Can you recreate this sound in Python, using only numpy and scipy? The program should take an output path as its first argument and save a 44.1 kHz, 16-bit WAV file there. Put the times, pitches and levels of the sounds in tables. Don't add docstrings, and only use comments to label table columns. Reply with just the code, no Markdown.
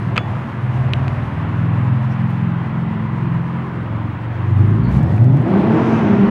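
import sys
import numpy as np
from scipy import signal
from scipy.fft import rfft, irfft, next_fast_len
from scipy.io import wavfile
from scipy.ndimage import uniform_filter1d, map_coordinates

SR = 44100
rng = np.random.default_rng(int(sys.argv[2]) if len(sys.argv) > 2 else 0)


def inscribe(sig):
    pcm = np.round(np.clip(np.atleast_2d(sig).T, -1, 1) * 32767)
    wavfile.write(sys.argv[1], SR, pcm.astype(np.int16))


N = 277826

# (time [s], speed [turns/s])
CRANK_SPEED = [(0, 21.9), (.57, 17.7), (.92, 18.7), (1.59, 20.7), (2.1, 21.5), (3.47, 21.55), (3.8, 21.8),
               (4.15, 22.5), (4.44, 24.1), (4.6, 24.6), (4.7, 26.3), (4.82, 27.7), (5, 35), (5.1, 47),
               (5.38, 73.5), (5.47, 84), (5.53, 96), (5.68, 111.5), (5.93, 115), (6.04, 101), (6.3, 99)]
# (time [s], throttle [0-1])
THROTTLE = [(0, .2), (.65, .02), (1.05, .22), (1.5, .14), (2.2, .06), (4.1, .02), (4.55, .1), (4.75, .36),
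            (4.95, .6), (5.22, .52), (5.43, .54), (5.49, .94), (5.68, .88), (5.85, .76), (6.3, .7)]
# (frequency [Hz], t60 [s])
HALL_DECAY = [(100, 2.8), (400, 1.45), (2000, 1.7), (10000, 0.7)]
# (frequency [Hz], t60 [s], gain at resonance [dB])
HALL_MODE = (225, 4.7, -2.4)
# (time [s], order [cycles/turn], half width [s])
HALL_NODES = [(0.15, 6, 0.03), (0.55, 6, 0.07), (1.27, 5, 0.25), (1.4, 6, 0.31), (1.5, 7, 1.58),
              (2.03, 8, 0.19), (2.6, 10, 0.07), (2.68, 8, 0.07), (2.78, 5, 0.1), (2.95, 6, 0.15),
              (3.06, 8, 0.14), (3.35, 10, 0.13), (3.62, 5, 0.22), (4, 6, 0.38), (4.15, 5, 0.04),
              (4.24, 4, 0.1), (4.4, 6, 0.25), (4.85, 5, 0.28), (5.03, 2, .025), (5.32, 2, .015),
              (5.43, 2, .04), (5.43, 4, .07), (5.63, 2, .02), (5.98, 2, .02), (6.15, 2, .02)]
# (time [s], level [dB])
DRONE_LEVEL = [(0, -27), (.45, -39), (.7, -29.5), (1, -24.5), (1.3, -24), (1.9, -22), (2.3, -26),
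               (2.7, -27), (3.3, -27), (3.75, -27.5), (4.02, -18.5), (4.35, -23), (4.5, -19), (4.7, -12),
               (4.95, -19.5)]
# (order [cycles/turn], level [dB])
DRONE_ORDERS = [(3, -22), (4, -6), (5, -4.5), (6, 0), (7, 7.5), (8, 2), (9, -15), (10, -8.5), (11, -20),
                (12, -14), (13, -16.5), (14, -13)]
# (frequency [Hz], gain [dB])
DRONE_EQ = [(60, -19), (75, -.5), (88, -5), (98, 10), (112, 4.5), (127, 8), (140, -4.5), (152, -17),
            (166, -5.5), (178, -7.5), (190, -14), (205, -11), (213, -1), (232, -2), (258, -13), (266, 1),
            (282, -1), (300, -7), (400, -11)]
UPPER_ORDERS = (7, 8, 10, 12)
# (time [s], gain [dB])
UPPER_GAIN = [(0, -4), (.95, 5), (1.7, 4.5), (2.35, 10), (3.4, 11), (3.8, 0), (4.1, -9), (4.45, -9),
              (4.75, -14), (4.95, -11)]
# (order [cycles/turn], level [dB], roughness [0-1])
FIRING_ORDERS = [(2, 0, .2), (2.5, -18, .8), (3, -10.5, .35), (4, -5.5, .3), (5, -17, .8)]
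# (frequency [Hz], gain [dB])
SILENCER_EQ = [(45, -50), (54, -31), (64, -18.5), (73, -21), (92, -13.5), (112, -9), (146, -7), (153, -18),
               (166, -22), (196, -13.5), (212, -17), (228, -19.5), (260, -14), (305, -24), (345, -24),
               (400, -22), (430, -32), (460, -37), (600, -36)]
# (frequency [Hz], gain [dB])
PIPE_EQ = [(60, -38), (170, -8), (255, 0), (300, -3.5), (345, -2), (400, -5), (450, -11.5), (520, -10),
           (670, -11.5), (900, -15), (1300, -24), (2500, -32.5), (4000, -45), (10000, -90)]
# (time [s], level [dB])
BOOM_LEVEL = [(0, -22.5), (1.3, -30.5), (1.8, -35), (3.6, -39.5), (4.45, -35.5), (4.7, -22.5), (4.97, -16),
              (5.33, -22.5), (5.43, -25), (5.51, -18), (6.3, -18.5)]
# (frequency [Hz], gain [dB])
BOOM_EQ = [(20, -43), (45, -31.5), (70, -16), (100, 3), (125, 8), (175, 3), (220, 3), (300, -16.5),
           (600, -55), (2000, -120)]
# (time [s], level [dB])
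BAY_LEVEL = [(0, -34.5), (1.4, -33), (4, -36), (4.95, -34.5), (5.3, -47), (5.45, -34), (6, -28.5),
             (6.3, -30)]
# (frequency [Hz], gain [dB])
BAY_EQ = [(200, -35), (450, -7), (640, -6.5), (800, -3), (1000, 0), (1200, -3), (1600, -7), (2000, -9.5),
          (2300, -13.5), (2800, -17), (3300, -22.5), (4000, -31.5), (5000, -42.5), (15000, -100)]
# (time [s], level [dB])
RUMBLE_LEVEL = [(0, -47), (1.2, -43.5), (2.4, -47), (4.3, -46.5), (5.2, -42), (5.8, -49.5), (6.05, -50),
                (6.22, -34)]
# (frequency [Hz], gain [dB])
RUMBLE_EQ = [(15, -14), (35, -6.5), (70, 8), (140, -23), (800, -120)]
# (frequency [Hz], gain [dB])
SPRAY_EQ = [(2000, -14), (4000, 2.5), (5000, -0.5), (6500, -5), (8000, -7.5), (11000, -11.5),
            (13000, -16.5), (15800, -19.5)]
# (time [s], half length [s], boost [dB])
WET_PATCHES = [(.76, .08, 4), (2.13, .08, 2), (4.05, .04, 4), (4.6, .16, 5), (4.96, .06, 8), (5.14, .05, 5)]
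# (time [s], level [dB])
WHINE_LEVEL = [(0, -91), (2.1, -93), (2.5, -84), (3.7, -84), (4.55, -81), (5, -92), (6.3, -93)]
# (time [s], peak [dB], t60 [s], pitch [ratio], low cut [Hz], treble shelf [dB])
CLICKS = [(0.1611, -17, 0.008, 0.92, 1200, 6), (0.1661, -8, 0.022, 0.97, 300, 3),
          (0.175, -13, 0.0055, 0.85, 400, 0), (.178, -1, 0.013, 1.04, 900, 4),
          (0.1811, -16, 0.05, 1, 300, -2), (0.935, -6.5, 0.008, 1.25, 1800, -4),
          (1.0809, -15, 0.005, 1, 700, 5), (5.179, -23, 0.013, 0.9, 500, 0)]
# (frequency [Hz], gain [dB])
CLICK_BODY_EQ = [(200, 2.5), (540, 6.5), (850, 0), (1200, 9), (1700, 2), (2300, 5), (3100, 0), (3550, -11),
                 (3900, -11), (4800, -17), (5700, -29), (6700, -25.5), (10000, -41), (15000, -51)]
# (frequency [Hz], level [dB], t60 [s])
RING_MODES = [(3420, -35, 0.27), (6700, -60, 0.35)]
# (time [s], pitch [Hz], half width [Hz], half length [s], level [dB])
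SQUEALS = [(2.12, 5500, 700, 0.017, -58), (3.05, 990, 90, .65, -39.5), (2.85, 1990, 60, 0.4, -48),
           (4.87, 4400, 300, 0.035, -51.5)]
# (time [s], peak [dB])
GRIT_CRACKS = [(2.3053, -43), (4.5737, -45), (4.6774, -42), (4.9693, -38), (5.2062, -41), (5.531, -41)]
# (frequency [Hz], gain [dB])
SCRUB_EQ = [(2000, -27), (3500, -12.5), (5000, -1), (6200, -2.5), (7500, -13), (10000, -22.5), (15000, -36)]


def amp(db):
    return 10 ** (np.asarray(db) / 20)


def unit(x):
    return x / np.sqrt(np.mean(x ** 2) + 1e-20)


def along(points, hz):
    f, v = np.transpose(points)
    return np.interp(np.log(hz + 1), np.log(f + 1), v)


def automation(points):
    return np.interp(np.arange(N) / SR, *np.transpose(points))


def swell(at_s, half_length_s):
    return np.exp(-((np.arange(N) / SR - at_s) / half_length_s) ** 2)


def wobble(rate):
    return map_coordinates(rng.standard_normal(int(N * rate / SR) + 4), [np.arange(N) * rate / SR])


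def filtered(x, response):
    size = next_fast_len(N + SR // 2)
    return irfft(rfft(x, size) * response(np.fft.rfftfreq(size, 1 / SR)), size)[:N]


def coloured(x, eq):
    return unit(filtered(x, lambda hz: amp(along(eq, hz))))


def patchy_noise(depth_db):
    spectra = signal.stft(rng.standard_normal(N), nperseg=1024)[2]
    patches = uniform_filter1d(rng.standard_normal(spectra.shape), size=5, axis=0)
    patches = unit(uniform_filter1d(patches, size=10, axis=1))
    return unit(signal.istft(spectra * amp(depth_db * patches), nperseg=1024)[1][:N])


def hall(x, wet_db):
    hz, t, spectra = signal.stft(rng.standard_normal(2 * SR), SR, nperseg=256)
    decay = amp(-60 * t / along(HALL_DECAY, hz)[:, None])
    tail = signal.istft(spectra * decay, SR, nperseg=256)[1]
    wet = signal.fftconvolve(x, tail / np.linalg.norm(tail))[:N]
    return (x + amp(wet_db) * wet) / np.hypot(1, amp(wet_db))


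def partial(order, angle, scatter, rate, phase=0, node_floor=.15):
    t = np.arange(N) / SR
    gain = (1 + scatter * (wobble(rate) + 1j * wobble(rate))) / np.hypot(1, scatter)
    for at_s, node_order, width_s in HALL_NODES:
        if node_order == order:
            past = (t - at_s) / width_s
            gain *= (past + 1j * node_floor) / np.hypot(past, 1)
    return np.real(gain * np.exp(1j * (order * angle + phase)))


def drone(angle, speed):
    fade = np.clip((41 - speed) / 11, 0, 1)
    echo_share = np.interp(speed, [24, 30], [.1, .35])
    level_db, upper_db = automation(DRONE_LEVEL), automation(UPPER_GAIN)
    voice = np.zeros(N)
    for order, db in DRONE_ORDERS:
        gain = amp(db + level_db + along(DRONE_EQ, order * speed) + upper_db * (order in UPPER_ORDERS))
        voice += gain * partial(order, angle, echo_share, rate=12, phase=rng.uniform(0, 2 * np.pi))
    burble = amp(1.2 * wobble(21))
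    return np.sqrt(2) * fade * burble * voice


def firing_note(angle, speed):
    load = np.clip((speed - 29) / 8, 0, 1)
    far = np.clip((speed - 76) / 15, 0, 1)
    silencer = lambda order: np.sqrt(2) * amp(along(SILENCER_EQ, order * speed))
    voice = np.zeros(N)
    for order, db, roughness in FIRING_ORDERS:
        tone = partial(order, angle, roughness * (1 + far / 2), rate=42)
        voice += amp(db) * silencer(order) * (1 if order == 2 else load) * tone
    hz, t60, db = HALL_MODE
    b, a = signal.iirpeak(hz, Q=np.pi * hz * t60 / np.log(1000), fs=SR)
    standing_wave = amp(db) * signal.lfilter(b, a, silencer(2) * np.cos(2 * angle))
    return hall((1 - far) * voice, wet_db=-13) + hall(far * voice, wet_db=-5) + standing_wave


def exhaust_rasp(angle, speed, throttle, shut_db=-36.5, open_boost_db=17):
    firings = np.flatnonzero(np.diff(np.floor(angle / np.pi)))
    cylinder_db = np.resize([9.5, -9, 2, -.5], len(firings))
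    puffs = np.zeros(N)
    puffs[firings] = amp(cylinder_db + 3 * rng.standard_normal(len(firings))) / np.sqrt(speed[firings])
    gas = patchy_noise(depth_db=-4) * (1 + .33 * np.cos(2 * angle))
    load = np.clip(speed / 80, .25, 1)
    pipe = coloured(load * unit(puffs) + .89 * unit(gas), PIPE_EQ)
    return hall(amp(shut_db + open_boost_db * throttle) * pipe, wet_db=4.5)


def hall_boom():
    return amp(automation(BOOM_LEVEL)) * coloured(rng.standard_normal(N), BOOM_EQ)


def engine_bay(angle, trim_db=1):
    pulse = 1 + .032 * np.cos(2 * angle) + .027 * np.cos(angle)
    level_db = automation(BAY_LEVEL) + trim_db + .54 * wobble(14)
    return amp(level_db) * coloured(pulse * patchy_noise(depth_db=1), BAY_EQ)


def wheel_rumble():
    level_db = automation(RUMBLE_LEVEL) + 1.2 * wobble(3.6)
    return amp(level_db) * coloured(rng.standard_normal(N), RUMBLE_EQ)


def tyre_spray(throttle, fall_db_per_s=1, wheelspin_db=10):
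    level_db = -62 - fall_db_per_s * np.arange(N) / SR + wheelspin_db * throttle
    level_db += sum(db * swell(at_s, half_s) for at_s, half_s, db in WET_PATCHES)
    flicker_db = 1.5 * wobble(24)
    return amp(level_db + flicker_db) * coloured(patchy_noise(depth_db=1.2), SPRAY_EQ)


def whine(hz=15670):
    return np.sqrt(2) * amp(automation(WHINE_LEVEL)) * np.sin(2 * np.pi * hz * np.arange(N) / SR)


def clicks(shelf_hz=5000):
    size = 4096
    t = np.arange(size) / SR
    hz = np.fft.rfftfreq(size, 1 / SR) + 1
    causal = np.r_[1, np.full(size // 2 - 1, 2), np.zeros(size // 2)]
    out = np.zeros(N + size)
    for at_s, db, t60, pitch, low_cut_hz, treble_db in CLICKS:
        shelf_db = treble_db / (1 + (shelf_hz / hz) ** 2)
        eq = amp(along(CLICK_BODY_EQ, hz / pitch) + shelf_db) / np.hypot(1, (low_cut_hz / hz) ** 2)
        body = np.exp(rfft(irfft(np.log(eq)) * causal))
        snap = (t == 0) + .23 * rng.standard_normal(size) * amp(-60 * t / t60)
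        click = irfft(rfft(snap) * body)
        out[round(at_s * SR):][:size] -= amp(db) * click / np.abs(click).max()
    return out[:N]


def metal_ring():
    struck_s = max(CLICKS, key=lambda row: row[1])[0]
    t = np.maximum(np.arange(N) / SR - struck_s, 0)
    return sum(amp(db - 60 * t / t60) * np.sin(2 * np.pi * hz * t) for hz, db, t60 in RING_MODES)


def tyre_squeals():
    out = np.zeros(N)
    for at_s, hz, width_hz, half_s, db in SQUEALS:
        band = filtered(rng.standard_normal(N), lambda f: np.exp(-((f - hz) / width_hz) ** 2))
        out += amp(db) * swell(at_s, half_s) * unit(band)
    return out


def grit_cracks(low_cut_hz=7500, t60=.003):
    t = np.arange(SR // 50) / SR
    low_cut = signal.butter(2, low_cut_hz, "high", fs=SR, output="sos")
    out = np.zeros(N)
    for at_s, db in GRIT_CRACKS:
        crack = signal.sosfilt(low_cut, rng.standard_normal(len(t)) * amp(-60 * t / t60))
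        out[round(at_s * SR):][:len(t)] += amp(db) * crack / np.abs(crack).max()
    return out


def flung_grit(grains_per_s=45):
    grains = rng.standard_normal(N) * (rng.random(N) < grains_per_s / SR)
    ticks = coloured(grains, [(2000, -19.5), (5000, 2), (15000, -8)])
    return amp(-67) * swell(at_s=5.1, half_length_s=.45) * ticks


def tyre_scrub(peak_s=5.88, rise_db_per_s=48.5, fall_db_per_s=21):
    past_s = np.arange(N) / SR - peak_s
    level_db = -53 - np.maximum(-rise_db_per_s * past_s, fall_db_per_s * past_s)
    return amp(level_db + .96 * wobble(16)) * coloured(patchy_noise(depth_db=1.5), SCRUB_EQ)


def scene():
    speed, throttle = automation(CRANK_SPEED), automation(THROTTLE)
    angle = 2 * np.pi * np.cumsum(speed * (1 + .002 * wobble(18))) / SR
    exhaust = drone(angle, speed) + firing_note(angle, speed) + exhaust_rasp(angle, speed, throttle)
    beds = engine_bay(angle) + hall_boom() + wheel_rumble() + whine()
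    tyres = tyre_spray(throttle) + tyre_squeals() + grit_cracks() + flung_grit() + tyre_scrub()
    return (exhaust + beds + tyres + clicks() + metal_ring())[None]


def record(dry, ceiling=.98, fade_s=.006, high_cut_hz=15800):
    clipped = dry / (1 + np.abs(dry / ceiling) ** 8) ** (1 / 8)
    fade_out = np.minimum(np.arange(N)[::-1] / (fade_s * SR), 1)
    high_cut = signal.ellip(10, .1, 90, high_cut_hz, fs=SR, output="sos")
    return signal.sosfilt(high_cut, clipped * fade_out)


dry = scene()
out = record(dry)
inscribe(out)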